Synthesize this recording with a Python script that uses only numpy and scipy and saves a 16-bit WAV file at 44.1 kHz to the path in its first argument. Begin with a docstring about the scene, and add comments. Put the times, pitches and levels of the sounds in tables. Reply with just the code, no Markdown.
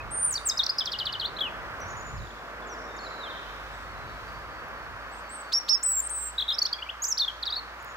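"""The roar and drone of a distant road and a light breeze on two microphone ports run throughout.
A robin on a twig close by opens with a quick phrase; its two syrinx halves give near-pure gliding
whistles that the wood around echoes. From about 1.8 s other birds answer far off, duller and
drowned in echo, and dry twig ticks of bright noise dot the scene. After 5 s the robin sings again."""
import sys
import numpy as np
from scipy import signal
from scipy.fft import rfft, irfft
from scipy.io import wavfile
from scipy.ndimage import uniform_filter1d

SR = 44100
rng = np.random.default_rng(int(sys.argv[2]) if len(sys.argv) > 2 else 0)


def pcm_store(signal):
    """Save signal as 16-bit PCM."""
    levels = np.round(np.clip(np.atleast_2d(signal), -1, 1) * 32767)
    wavfile.write(sys.argv[1], SR, levels.astype(np.int16).T)


N = 351036
TIME = np.arange(N) / SR

# Road colour, relative density: f/Hz, level/dB
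ROAD_COLOUR = [(88, -46), (150, -11), (406, -8.5), (589, -4.5), (805, -5.5), (1190, -0.5), (1600, -2.5),
               (1980, -8.5), (3350, -20), (5360, -25.5), (8560, -37), (12200, -39.5), (13300, -40.5),
               (13850, -30.5), (14500, -37.5), (16000, -50)]
# Share of road power common to both ports: f/Hz, likeness/0-1
ROAD_LIKENESS = [(150, 0.1), (300, 1), (1000, 0.78), (3000, 0.65), (8000, 0), (15000, 0.36)]
# Slow swells: t/s, road level/dB, heavy traffic re tyre roar/dB, breeze re road before a fixed lift/dB
AIR_SWELLS = [(0, -42, -8.5, -11), (1.2, -43, -10, -13), (1.75, -39.5, -8, -17), (2.1, -42, -6.5, -10.5),
              (2.22, -45, -6, -0.5), (2.3, -44.5, -5.5, -18), (2.6, -40.5, -7.5, -21.5),
              (3.6, -41.5, -11, -15.5), (4.57, -42.5, -10, -12.5), (5.4, -41.5, -12, -24),
              (5.9, -45.5, -12.5, -26), (6.9, -44, -12.5, -24), (7.25, -44, -13.5, -27.5),
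              (7.96, -41.5, -14.5, -22.5)]
# Far engine drone: t/s, f/Hz, level/dB
ENGINE_DRONE = [(0.0, 50.6, -51), (1.02, 54.6, -61), (2.02, 51.13, -51.5), (7.96, 58.65, -55)]
# Overtones of a whistle before the microphone's brightening: multiple of the pitch/1, level/dB
OVERTONES = [(2, -24), (3, -40), (4, -39.5)]
# The microphone brightens the top, overtones near 13-15 kHz stand out: f/Hz, added level/dB
OVERTONE_BRIGHTNESS = [(5000, -24), (9000, -15.5), (11000, -7.5), (13000, 6), (15500, 5)]
# Camera body's shadow on the near bird, left minus right: f/Hz, level/dB
ROBIN_SIDE = [(3000, 1), (5000, -0.5), (6500, -1), (8000, 4.5), (9500, -1)]
# Colour of the soft noise haze around the whistles, relative density: f/Hz, level/dB
HAZE_COLOUR = [(1500, -18), (3000, 5), (8000, 3.5), (11000, -9), (15000, 3)]
# Straight flicks: start t/s, length/s, from f/Hz, to f/Hz, level/dB
FLICKS = [ (0.302, 0.018, 8440, 7500, -28), (.321, 0.014, 7400, 6320, -28), (.336, .013, 6430, 5200, -28.5),
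          (.485, 0.014, 6700, 6100, -26.5), (.663, 0.0066, 6200, 3570, -23), (1.267, 0.02, 4650, 4440, -41),
          (1.385, 0.015, 2900, 4200, -32), (5.169, .032, 7560, 7400, -58), (5.178, 0.031, 8800, 8200, -59),
          (6.069, 0.007, 8300, 7850, -29.5), (6.582, 0.013, 4060, 5880, -20.5),
          (6.626, 0.0064, 4700, 6940, -30), (6.636, 0.0074, 6570, 6100, -43),
          (6.662, 0.015, 2900, 4340, -34), (6.727, 0.0092, 4190, 5000, -21.5),
          (6.781, 0.026, 2360, 2430, -46), (6.782, 0.017, 3300, 3400, -42.5), (6.82, .014, 2630, 3290, -30),
          (6.86, 0.019, 2270, 2370, -45), (6.888, .018, 2430, 3470, -29.5), (7.066, .012, 6500, 6300, -31),
          (7.067, 0.0054, 5530, 5040, -33), (7.077, 0.018, 6370, 7760, -29),
          (7.173, 0.016, 3660, 6070, -24.5), (7.278, .013, 3400, 3160, -24),
          (7.295, .012, 3240, 3070, -33.5), (7.426, 0.015, 4740, 3250, -25.5),
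          (7.452, 0.0083, 4200, 5720, -35.5), (7.495, 0.021, 4060, 5000, -32),
          (7.54, 0.0092, 4130, 3530, -29), (7.55, .011, 4670, 5200, -41)]
# Notes that turn once; the fade is the end level relative to the turn:
# start t/s, length/s, from f/Hz, turn f/Hz, to f/Hz, turn share/0-1, level at the turn/dB, fade/dB
BENDS = [ (.002, .025, 2540, 2500, 2625, 0, -40, -10), (.353, 0.014, 4380, 4850, 4580, 0.65, -25, -2),
         (0.37, .019, 4900, 3800, 3600, 0.5, -28.5, -14), (.454, 0.036, 9130, 7700, 7130, 0.48, -27, 1),
         (.495, .013, 5700, 4960, 5240, .4, -21.5, -9), (.507, .02, 4900, 3560, 3850, .35, -32.5, -4),
         (.589, 0.027, 4780, 3860, 3260, 0.2, -22, -11), (.632, .013, 3740, 4100, 5960, 0.1, -26.5, -12),
         (0.692, 0.021, 4180, 5050, 5010, .36, -18, -22), (0.783, 0.016, 5880, 4910, 5240, 0.25, -21, -11),
         (1.364, 0.017, 3670, 4150, 3900, 0.37, -36, -9), (1.423, 0.073, 3040, 3140, 2300, 0.23, -30, -25),
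         (5.112, .062, 7200, 7970, 8300, .25, -57, -5), (5.519, .017, 3300, 4300, 10800, .3, -33, -28),
         (5.68, .017, 3100, 4300, 11000, .3, -36, -23), (6.652, .017, 4150, 4650, 6000, .28, -22, -12),
         (6.616, .012, 4360, 4440, 4420, .45, -19.5, -1), (6.732, 0.019, 3750, 3190, 3260, 0.34, -35.5, -4),
         (7.041, 0.023, 4340, 5850, 6700, 0.17, -25.5, -8), (7.089, 0.04, 6100, 6730, 5460, 0.27, -32.5, 5),
         (7.461, 0.033, 4900, 4030, 3200, 0.34, -26, -17), (7.523, .019, 3950, 3660, 4260, 0.16, -25, -9)]
# Trill, a flick and then a hook that drops to a floor and lifts at its end:
# start t/s, flick top f/Hz, flick level/dB, hook top f/Hz, floor f/Hz, lift/Hz,
# hook length/s, hook loudest after/s, hook level/dB
TRILL = [(.7915, 5250, -36, 4820, 3010, 50, 0.03, .009, -28),
         (.855, 6270, -27.5, 5500, 2960, 300, .036, .011, -27.5),
         (.917, 5530, -28, 5920, 2790, 450, 0.041, .007, -28.5),
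         (0.986, 5420, -27, 5270, 2870, 80, 0.037, .006, -27.5),
         (1.054, 5200, -28, 4720, 2930, 60, 0.045, .005, -27),
         (1.125, 5450, -29.5, 4600, 2920, 30, .037, .005, -29)]
# Held whistles entered by a scoop: start t/s, length/s, from f/Hz, held f/Hz, end f/Hz, scoop/s,
# level/dB, fade/dB, roughness/dB
HELD = [(1.404, 0.022, 4820, 3320, 3310, .008, -26.5, 3.5, 2),
        (5.523, 0.069, 2180, 5375, 5634, .019, -22, -5, .3),
        (5.684, .075, 2090, 5390, 5400, .016, -21.5, -1, .3),
        (6.016, 0.062, 8600, 8580, 8340, .003, -40.5, 4, 3),
        (6.09, 0.22, 4520, 8620, 8090, .015, -34, -6, 2),
        (6.129, 0.17, 8160, 7900, 7510, 0.0055, -39, .5, 2.5)]
# Robin notes with a shape of their own, a list of points each: t/s, f/Hz, level/dB
FREE_NOTES = [
    [(.107, 8100, -53), (.124, 8820, -37), (.253, 9170, -26), (.278, 9130, -29.5), (.3, 8470, -29)],
    [(1.196, 4630, -41), (1.2, 4370, -26), (1.205, 3880, -34)],
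    [(1.208, 5330, -52), (1.212, 3930, -32.5), (1.218, 3290, -32), (1.233, 2920, -36.5),
     (1.252, 3580, -29.5), (1.261, 4230, -29.5), (1.265, 3950, -42)],
    [(5.293, 7400, -55), (5.305, 8060, -52), (5.355, 8420, -42), (5.364, 8400, -46), (5.372, 7960, -50),
     (5.405, 8170, -48), (5.417, 7630, -47), (5.421, 7800, -53)],
    [(5.827, 4840, -59), (5.831, 7050, -33), (5.837, 8090, -26.5), (5.909, 7900, -25.5), (5.919, 7730, -28),
     (5.955, 7700, -26), (5.962, 7600, -29), (5.973, 7430, -26), (6.007, 7435, -27.5)],
    [(6.38, 3520, -44), (6.384, 3850, -23), (6.389, 3990, -24.5), (6.396, 3770, -32), (6.401, 3300, -25),
     (6.407, 3650, -29), (6.41, 4280, -26), (6.415, 3800, -30), (6.423, 3240, -27), (6.433, 3870, -34)],
    [(6.481, 3400, -30), (6.484, 3760, -29.5), (6.491, 3900, -22.5), (6.5, 3380, -28), (6.504, 3760, -25),
     (6.508, 4200, -28), (6.514, 3190, -29), (6.521, 3400, -26.5), (6.525, 3970, -24.5), (6.529, 3340, -32)],
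    [(.572, 4650, -48), (.574, 5100, -27), (.58, 5250, -26), (.585, 6350, -38)],
    [(6.53, 5030, -39), (6.546, 5200, -36), (6.554, 5630, -37), (6.559, 4770, -45)],
    [(7.019, 6550, -51), (7.023, 6540, -29), (7.032, 6760, -28), (7.045, 7570, -34), (7.053, 7980, -42)],
    [(7.558, 3720, -36), (7.565, 4380, -31), (7.572, 4470, -29), (7.592, 4300, -33), (7.599, 4100, -37)],
    [(7.189, 2940, -51), (7.196, 4220, -26), (7.199, 4570, -23.5), (7.226, 3500, -25.5), (7.242, 3640, -31),
     (7.253, 3400, -28.5)],
]
# Far birds, sliding notes with bends in pitch or level, a list of points each: t/s, f/Hz, level/dB
FAR_SLIDES = [
    [(1.8, 5600, -56), (1.808, 6280, -56), (1.82, 5820, -50.5), (1.845, 5890, -56)],
    [(2.67, 7600, -53), (2.7, 5840, -52), (2.73, 5740, -54), (2.77, 4500, -66)],
    [(2.965, 7060, -50), (2.975, 6800, -55), (2.993, 4280, -49), (3.008, 4230, -51), (3.035, 4490, -51),
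     (3.068, 3930, -45), (3.078, 3920, -45)],
    [(3.2, 4050, -49), (3.245, 3650, -44), (3.27, 3170, -46), (3.284, 3100, -44)],
]
# Far birds, straight notes: start t/s, length/s, from f/Hz, to f/Hz, level/dB
FAR_NOTES = [ (1.882, 0.056, 6750, 6670, -55.5), (1.968, .047, 6950, 6860, -52.5),
             (2.065, 0.041, 7020, 6900, -55), (2.171, 0.026, 5500, 3960, -56),
             (2.62, .03, 3510, 3300, -56.5), (2.87, 0.2, 3660, 3690, -61.5), (3.085, .025, 5240, 4800, -61),
             (3.305, 0.015, 3900, 3190, -49), (3.46, 0.038, 2946, 3200, -56.5), (3.6, .1, 3690, 3700, -74),
             (3.72, 0.12, 7800, 7820, -69), (3.83, .11, 4380, 4340, -67), (3.95, .2, 4050, 3980, -65.5),
             (4.07, 0.086, 3750, 3770, -69), (7.8, .025, 6770, 6940, -56.5),
             (7.858, 0.072, 6800, 6780, -60)]
# Far rattle of short rising pips: start t/s, from f/Hz, level/dB
RATTLE = [(2.202, 3800, -54), (2.216, 3600, -53), (2.235, 3600, -53), (2.253, 3580, -56), (2.27, 3300, -54),
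          (2.307, 3200, -52)]
# Far piping, one sagging whistle repeated: start t/s, from f/Hz, level/dB
PIPING = [(4.06, 4520, -64), (4.269, 4700, -63.5), (4.51, 4580, -66), (4.75, 4500, -65),
          (5.02, 4590, -66.5), (5.23, 4580, -63.5), (5.421, 4570, -62)]
# Twig ticks: t/s, noise level before trim and high-pass/dB
TICKS = [(1.8043, -46), (4.3306, -51), (4.6833, -50), (7.8271, -41), (7.8466, -38)]

ROAD_LAG_S, ROAD_FLICKER_DB, HISS_FLICKER_DB = 0.00013, 0.5, 0.6
ROBIN_WAVER = 0.003  # relative pitch spread
FAST_GLIDE = 280000  # Hz per s at which the noise haze is fullest
ROBIN_WET_DB, FAR_WET_DB, SWAY_DB = -12, -2, 5
FLICK_RISE, FLICK_FALL = 0.49, 0.48  # shares of the length
FLICK_ONSET_DB, FLICK_END_DB, BEND_ONSET_DB = -15, -8.5, -10.5  # relative to the note's given level
TRILL_FLICK_S, TRILL_FLICK_END_HZ, HOOK_AFTER_S = 0.009, 3740, 0.0095
HOOK_DROP_S, HOOK_SAG_S, HOOK_SAG_DB, HOOK_END_DB = 0.0072, 0.018, -6, -12
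SCOOP_ONSET_DB, SCOOP_CURVE, RELEASE_S, RELEASE_DB = -29, 2.8, 0.007, -10
HOOK_ROUGHNESS_DB, FREE_ROUGHNESS_DB, BEND_ROUGHNESS_DB = 3.5, 2.2, 2.5
ROUGHNESS_HZ, WOBBLE_HZ_PER_DB = 260, 18.5
FAR_FADE_DB = -1.5
RATTLE_PIP_S, RATTLE_RISE_HZ = 0.0073, 420
PIPING_S, PIPING_SAG_HZ = 0.12, 150
TOP_HZ = 15900


def undb(db):
    """Decibels to amplitude."""
    return 10 ** (np.asarray(db) / 20)


def unit(x):
    """Scales to an RMS of 1."""
    return x / np.sqrt(np.mean(x ** 2))


def on_log(table, hz):
    """Reads (Hz, value) points on a log-frequency axis."""
    f, v = np.transpose(table)
    return np.interp(np.log(np.maximum(hz, 1)), np.log(f), v)


def curves(table):
    """Draws each column after the first as a curve over the whole scene."""
    s, *columns = np.transpose(table)
    return [np.interp(TIME, s, c) for c in columns]


def walk(rate):
    """Random levels held 1 / rate s and slewed twice; spread near 1."""
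    k = int(SR / rate)
    held_levels = np.repeat(rng.standard_normal(N // k + 1), k)
    return 1.53 * uniform_filter1d(uniform_filter1d(held_levels, k), k)[:N]


def shaped(gain):
    """Noise with the given gain at each frequency."""
    return irfft(rfft(rng.standard_normal(N)) * gain, N)


def road_bands(hz):
    """Noise at two ports, partly shared and later at the left, split into heavy, tyre and hiss bands."""
    colour = undb(on_log(ROAD_COLOUR, hz))
    like = np.clip(on_log(ROAD_LIKENESS, hz), 0, 1)
    common = rfft(rng.standard_normal(N)) * np.sqrt(like)
    late = np.exp(-2j * np.pi * hz * ROAD_LAG_S)
    ports = colour * np.array([common * lag + rfft(rng.standard_normal(N)) * np.sqrt(1 - like)
                               for lag in (late, 1)])
    low = 1 / (1 + (hz / 650) ** 6)
    high = 1 / (1 + (2600 / np.maximum(hz, 1)) ** 6)
    return [irfft(ports * part, N) for part in (low, 1 - low - high, high)]


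def breeze_buffets(hz, level_db):
    """Air buffets the ports with low rumble, partly shared and partly each port's own."""
    band = (hz / 45) ** 2 / (1 + (hz / 45) ** 2) / (1 + (hz / 130) ** 4)
    shared = shaped(band)
    buffets = np.array([unit(0.78 * shared + shaped(band)) for _ in range(2)])
    return buffets * undb(level_db + 5.5 + 1.9 * walk(8.2))


def engine_drone():
    """A far engine hums as one low sine, unsteady in pitch and level and a little louder at the right."""
    drone_hz, drone_db = curves(ENGINE_DRONE)
    phase = 2 * np.pi * np.cumsum(drone_hz * (1 + 0.012 * walk(4.93))) / SR
    drone = np.sqrt(2) * undb(drone_db + 1.8 * walk(6)) * np.sin(phase)
    return drone * undb(0.67 * np.array([walk(4), walk(3.1)]) + np.array([[-0.8], [0.8]]))


def background():
    """Tyre roar reaches the right port first; heavy traffic swells apart; breeze and drone lie below."""
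    road_db, heavy_db, breeze_db = curves(AIR_SWELLS)
    hz = np.fft.rfftfreq(N, 1 / SR)
    heavy, tyres, hiss = road_bands(hz)
    scale = np.std(tyres)
    traffic = tyres / scale + undb(heavy_db + 1.2 * walk(4.9)) * unit(heavy)
    road = undb(road_db + ROAD_FLICKER_DB * walk(5)) * traffic * undb(np.array([[-0.5], [0.5]]))
    # the thin top end (leaves, the microphone's own hiss) does not follow the road's swells
    top = undb(-40.5 + HISS_FLICKER_DB * walk(4.13)) * hiss / scale
    return road + breeze_buffets(hz, road_db + breeze_db) + engine_drone() + top


def whistles(notes, edge_s, waver, flutter_db):
    """Gliding sines with faint overtones and a random flutter; also the level of the haze around them."""
    out = np.zeros((2, N))
    drift = 1 + waver * walk(300)
    flutter = undb(flutter_db * walk(150))
    for note in notes:
        s, hz, db = np.transpose(note)
        a, b = int((s[0] - edge_s) * SR), min(int((s[-1] + edge_s) * SR), N)
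        t = TIME[a:b]
        nearest_end = np.minimum(t - t[0], t[-1] - t)
        edges = np.sin(np.pi / 2 * np.clip(nearest_end / (2 * edge_s), 0, 1)) ** 2
        drawn_pitch = np.interp(t, s, hz)
        pitch = uniform_filter1d(drawn_pitch, size=66) * drift[a:b]
        phase = 2 * np.pi * np.cumsum(pitch) / SR
        tone = np.sin(phase)
        for k, overtone_db in OVERTONES:
            gain = undb(overtone_db + on_log(OVERTONE_BRIGHTNESS, k * pitch)) * (k * pitch < SR / 2)
            tone += gain * flutter[a:b] * np.sin(k * phase)
        size = np.sqrt(2) * np.interp(t, s, undb(db)) * edges
        glide = np.abs(np.gradient(drawn_pitch)) * SR / FAST_GLIDE
        out[:, a:b] += size * np.array([flutter[a:b] * tone, np.clip(glide, 0.1, 1)])
    return out


def wood(x, near_t60, far_t60, far_db, gap_s):
    """Bushes soon die away, trunks further off ring on; each port hears other paths."""
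    t = TIME[:SR]
    near = np.exp(-np.log(1000) * t / near_t60)
    far = undb(far_db) * np.exp(-np.log(1000) * t / far_t60)
    paths = rng.standard_normal((2, SR)) * (near + far) * np.clip(t / gap_s, 0, 1) ** 2
    paths /= np.sqrt(np.sum(paths ** 2) / 2)
    return signal.fftconvolve(x[None], paths, axes=1)[:, :N]


def steps(length):
    """Times through a note, about one a millisecond."""
    return np.linspace(0, length, max(int(length * 1000), 3))


def bend(start, length, from_hz, turn_hz, to_hz, turn, db, fade_db):
    """Two glides that meet at the turn."""
    turn_s = start + length * np.clip(turn, 0.02, 0.98)
    return [(start, from_hz, db + BEND_ONSET_DB), (turn_s, turn_hz, db),
            (start + length, to_hz, db + fade_db)]


def flick(start, length, from_hz, to_hz, db):
    """Straight glide that swells, holds briefly and fades."""
    share = np.array([0, min(FLICK_RISE, FLICK_FALL), max(FLICK_RISE, FLICK_FALL), 1])
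    level_db = db + np.array([FLICK_ONSET_DB, 0, 0, FLICK_END_DB])
    return np.transpose([start + length * share, from_hz + (to_hz - from_hz) * share, level_db])


def hook(start, top_hz, floor_hz, lift_hz, length, peak, db):
    """The pitch relaxes onto its floor and lifts at the end; the level peaks early and sags."""
    t = steps(length)
    drop = (top_hz - floor_hz) * np.exp(-t / HOOK_DROP_S)
    pitch = floor_hz + drop + lift_hz * (t / length) ** 4
    shape_db = np.interp(t, [0, peak, HOOK_SAG_S, length],
                         [BEND_ONSET_DB, 0, HOOK_SAG_DB, HOOK_END_DB])
    return np.transpose([start + t, pitch, db + shape_db])


def held(start, length, from_hz, held_hz, end_hz, scoop, db, fade_db):
    """A scoop eases into a slowly drifting whistle."""
    t = steps(length)
    entry = np.minimum(t / scoop, 1)
    scooped = from_hz + (held_hz - from_hz) * np.sin(np.pi / 2 * entry)
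    pitch = scooped + (end_hz - held_hz) * t / length
    onset_db = SCOOP_ONSET_DB * (1 - entry) ** SCOOP_CURVE
    release_db = RELEASE_DB * np.clip(1 - (length - t) / RELEASE_S, 0, 1)
    return np.transpose([start + t, pitch, db + onset_db + fade_db * t / length + release_db])


def roughened(note, chance, roughness_db):
    """Random roughness in level and pitch, growing through the note, as when echoes beat with it."""
    s, hz, db = np.transpose(note)
    t = s[0] + steps(s[-1] - s[0])
    depth = roughness_db * np.sqrt((t - t[0]) / (t[-1] - t[0]))
    roughness, wobble = (np.interp(t, TIME, c) for c in chance)
    level_db = 20 * np.log10(np.interp(t, s, undb(db)))
    pitch = np.interp(t, s, hz) + WOBBLE_HZ_PER_DB * depth * wobble
    return np.transpose([t, pitch, level_db + depth * roughness])


def robin_song():
    """Every note of the near singer as (s, Hz, dB) points."""
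    chance = walk(ROUGHNESS_HZ), walk(ROUGHNESS_HZ)
    notes = [flick(*row) for row in FLICKS]
    notes += [roughened(bend(*row), chance, BEND_ROUGHNESS_DB) for row in BENDS]
    notes += [roughened(note, chance, FREE_ROUGHNESS_DB) for note in FREE_NOTES]
    notes += [roughened(held(*row), chance, roughness_db) for *row, roughness_db in HELD]
    for start, top_hz, db, *rest in TRILL:
        notes.append(flick(start, TRILL_FLICK_S, top_hz, TRILL_FLICK_END_HZ, db))
        notes.append(roughened(hook(start + HOOK_AFTER_S, *rest), chance, HOOK_ROUGHNESS_DB))
    return notes


def robin():
    """The near singer, coloured a little differently at each port, with a noise haze and echoes."""
    song, haze_level = whistles(robin_song(), edge_s=0.0015, waver=ROBIN_WAVER, flutter_db=0.9)
    hz = np.fft.rfftfreq(N, 1 / SR)
    side = undb(on_log(ROBIN_SIDE, hz) / 2)
    direct = irfft(rfft(song) * np.array([side, 1 / side]), N)
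    # leaves on either side throw high notes back within milliseconds, in opposite sign at the two ports
    leaves = unit(rng.standard_normal(600) * np.exp(-TIME[:600] / 0.0052)) / np.sqrt(600)
    glint = irfft(rfft(song) * rfft(leaves, N) * undb(-8) * hz / 6000, N) * np.array([[1], [-1]])
    # soft noise haze around the whistles, stronger in fast glides
    haze_gain = undb(on_log(HAZE_COLOUR, hz))
    haze = np.array([unit(shaped(haze_gain)) for _ in range(2)]) * uniform_filter1d(haze_level, size=500)
    echo = wood(song, near_t60=0.15, far_t60=0.68, far_db=-15.0, gap_s=0.017)
    return direct + glint + undb(-19.5) * haze + undb(ROBIN_WET_DB) * echo


def far_song():
    """Slides as drawn; straight notes, rattle and piping start at full level and fade a little."""
    rows = FAR_NOTES + [(s, RATTLE_PIP_S, hz, hz + RATTLE_RISE_HZ, db) for s, hz, db in RATTLE]
    rows += [(s, PIPING_S, hz, hz - PIPING_SAG_HZ, db) for s, hz, db in PIPING]
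    return FAR_SLIDES + [[(s, from_hz, db), (s + length, to_hz, db + FAR_FADE_DB)]
                         for s, length, from_hz, to_hz, db in rows]


def far_birds():
    """Distant singers with a late, dull echo; the air has taken their overtones."""
    song = whistles(far_song(), edge_s=0.0025, waver=0.0063, flutter_db=2.5)[0]
    song = signal.sosfilt(signal.butter(6, 9000, fs=SR, output="sos"), song)
    # moving air and leaves blur what travels the long way
    swayed = song * undb(SWAY_DB * walk(400))
    echo = wood(swayed, near_t60=0.18, far_t60=1.45, far_db=0, gap_s=0.054)
    dull_echo = signal.sosfilt(signal.butter(1, 6000, fs=SR, output="sos"), echo)
    return song + undb(FAR_WET_DB) * dull_echo


def ticks():
    """Dry twig snaps: a few milliseconds of bright noise."""
    out = np.zeros((2, N))
    for s, db in TICKS:
        i = int(s * SR)
        out[:, i:i + 400] += undb(db - 0.5) * rng.standard_normal(400) * np.exp(-TIME[:400] / 0.0012)
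    return signal.sosfilt(signal.butter(2, 7000, "high", fs=SR, output="sos"), out)


def scene():
    """Layers road and breeze, robin, far birds and twig ticks."""
    return background() + robin() + far_birds() + ticks()


def record(dry):
    """The camera cuts the deepest bass and the top."""
    dry = signal.sosfilt(signal.butter(1, 25, "high", fs=SR, output="sos"), dry)
    return signal.sosfilt(signal.ellip(10, 0.2, 80, TOP_HZ, fs=SR, output="sos"), dry)


dry = scene()
out = record(dry)
pcm_store(out)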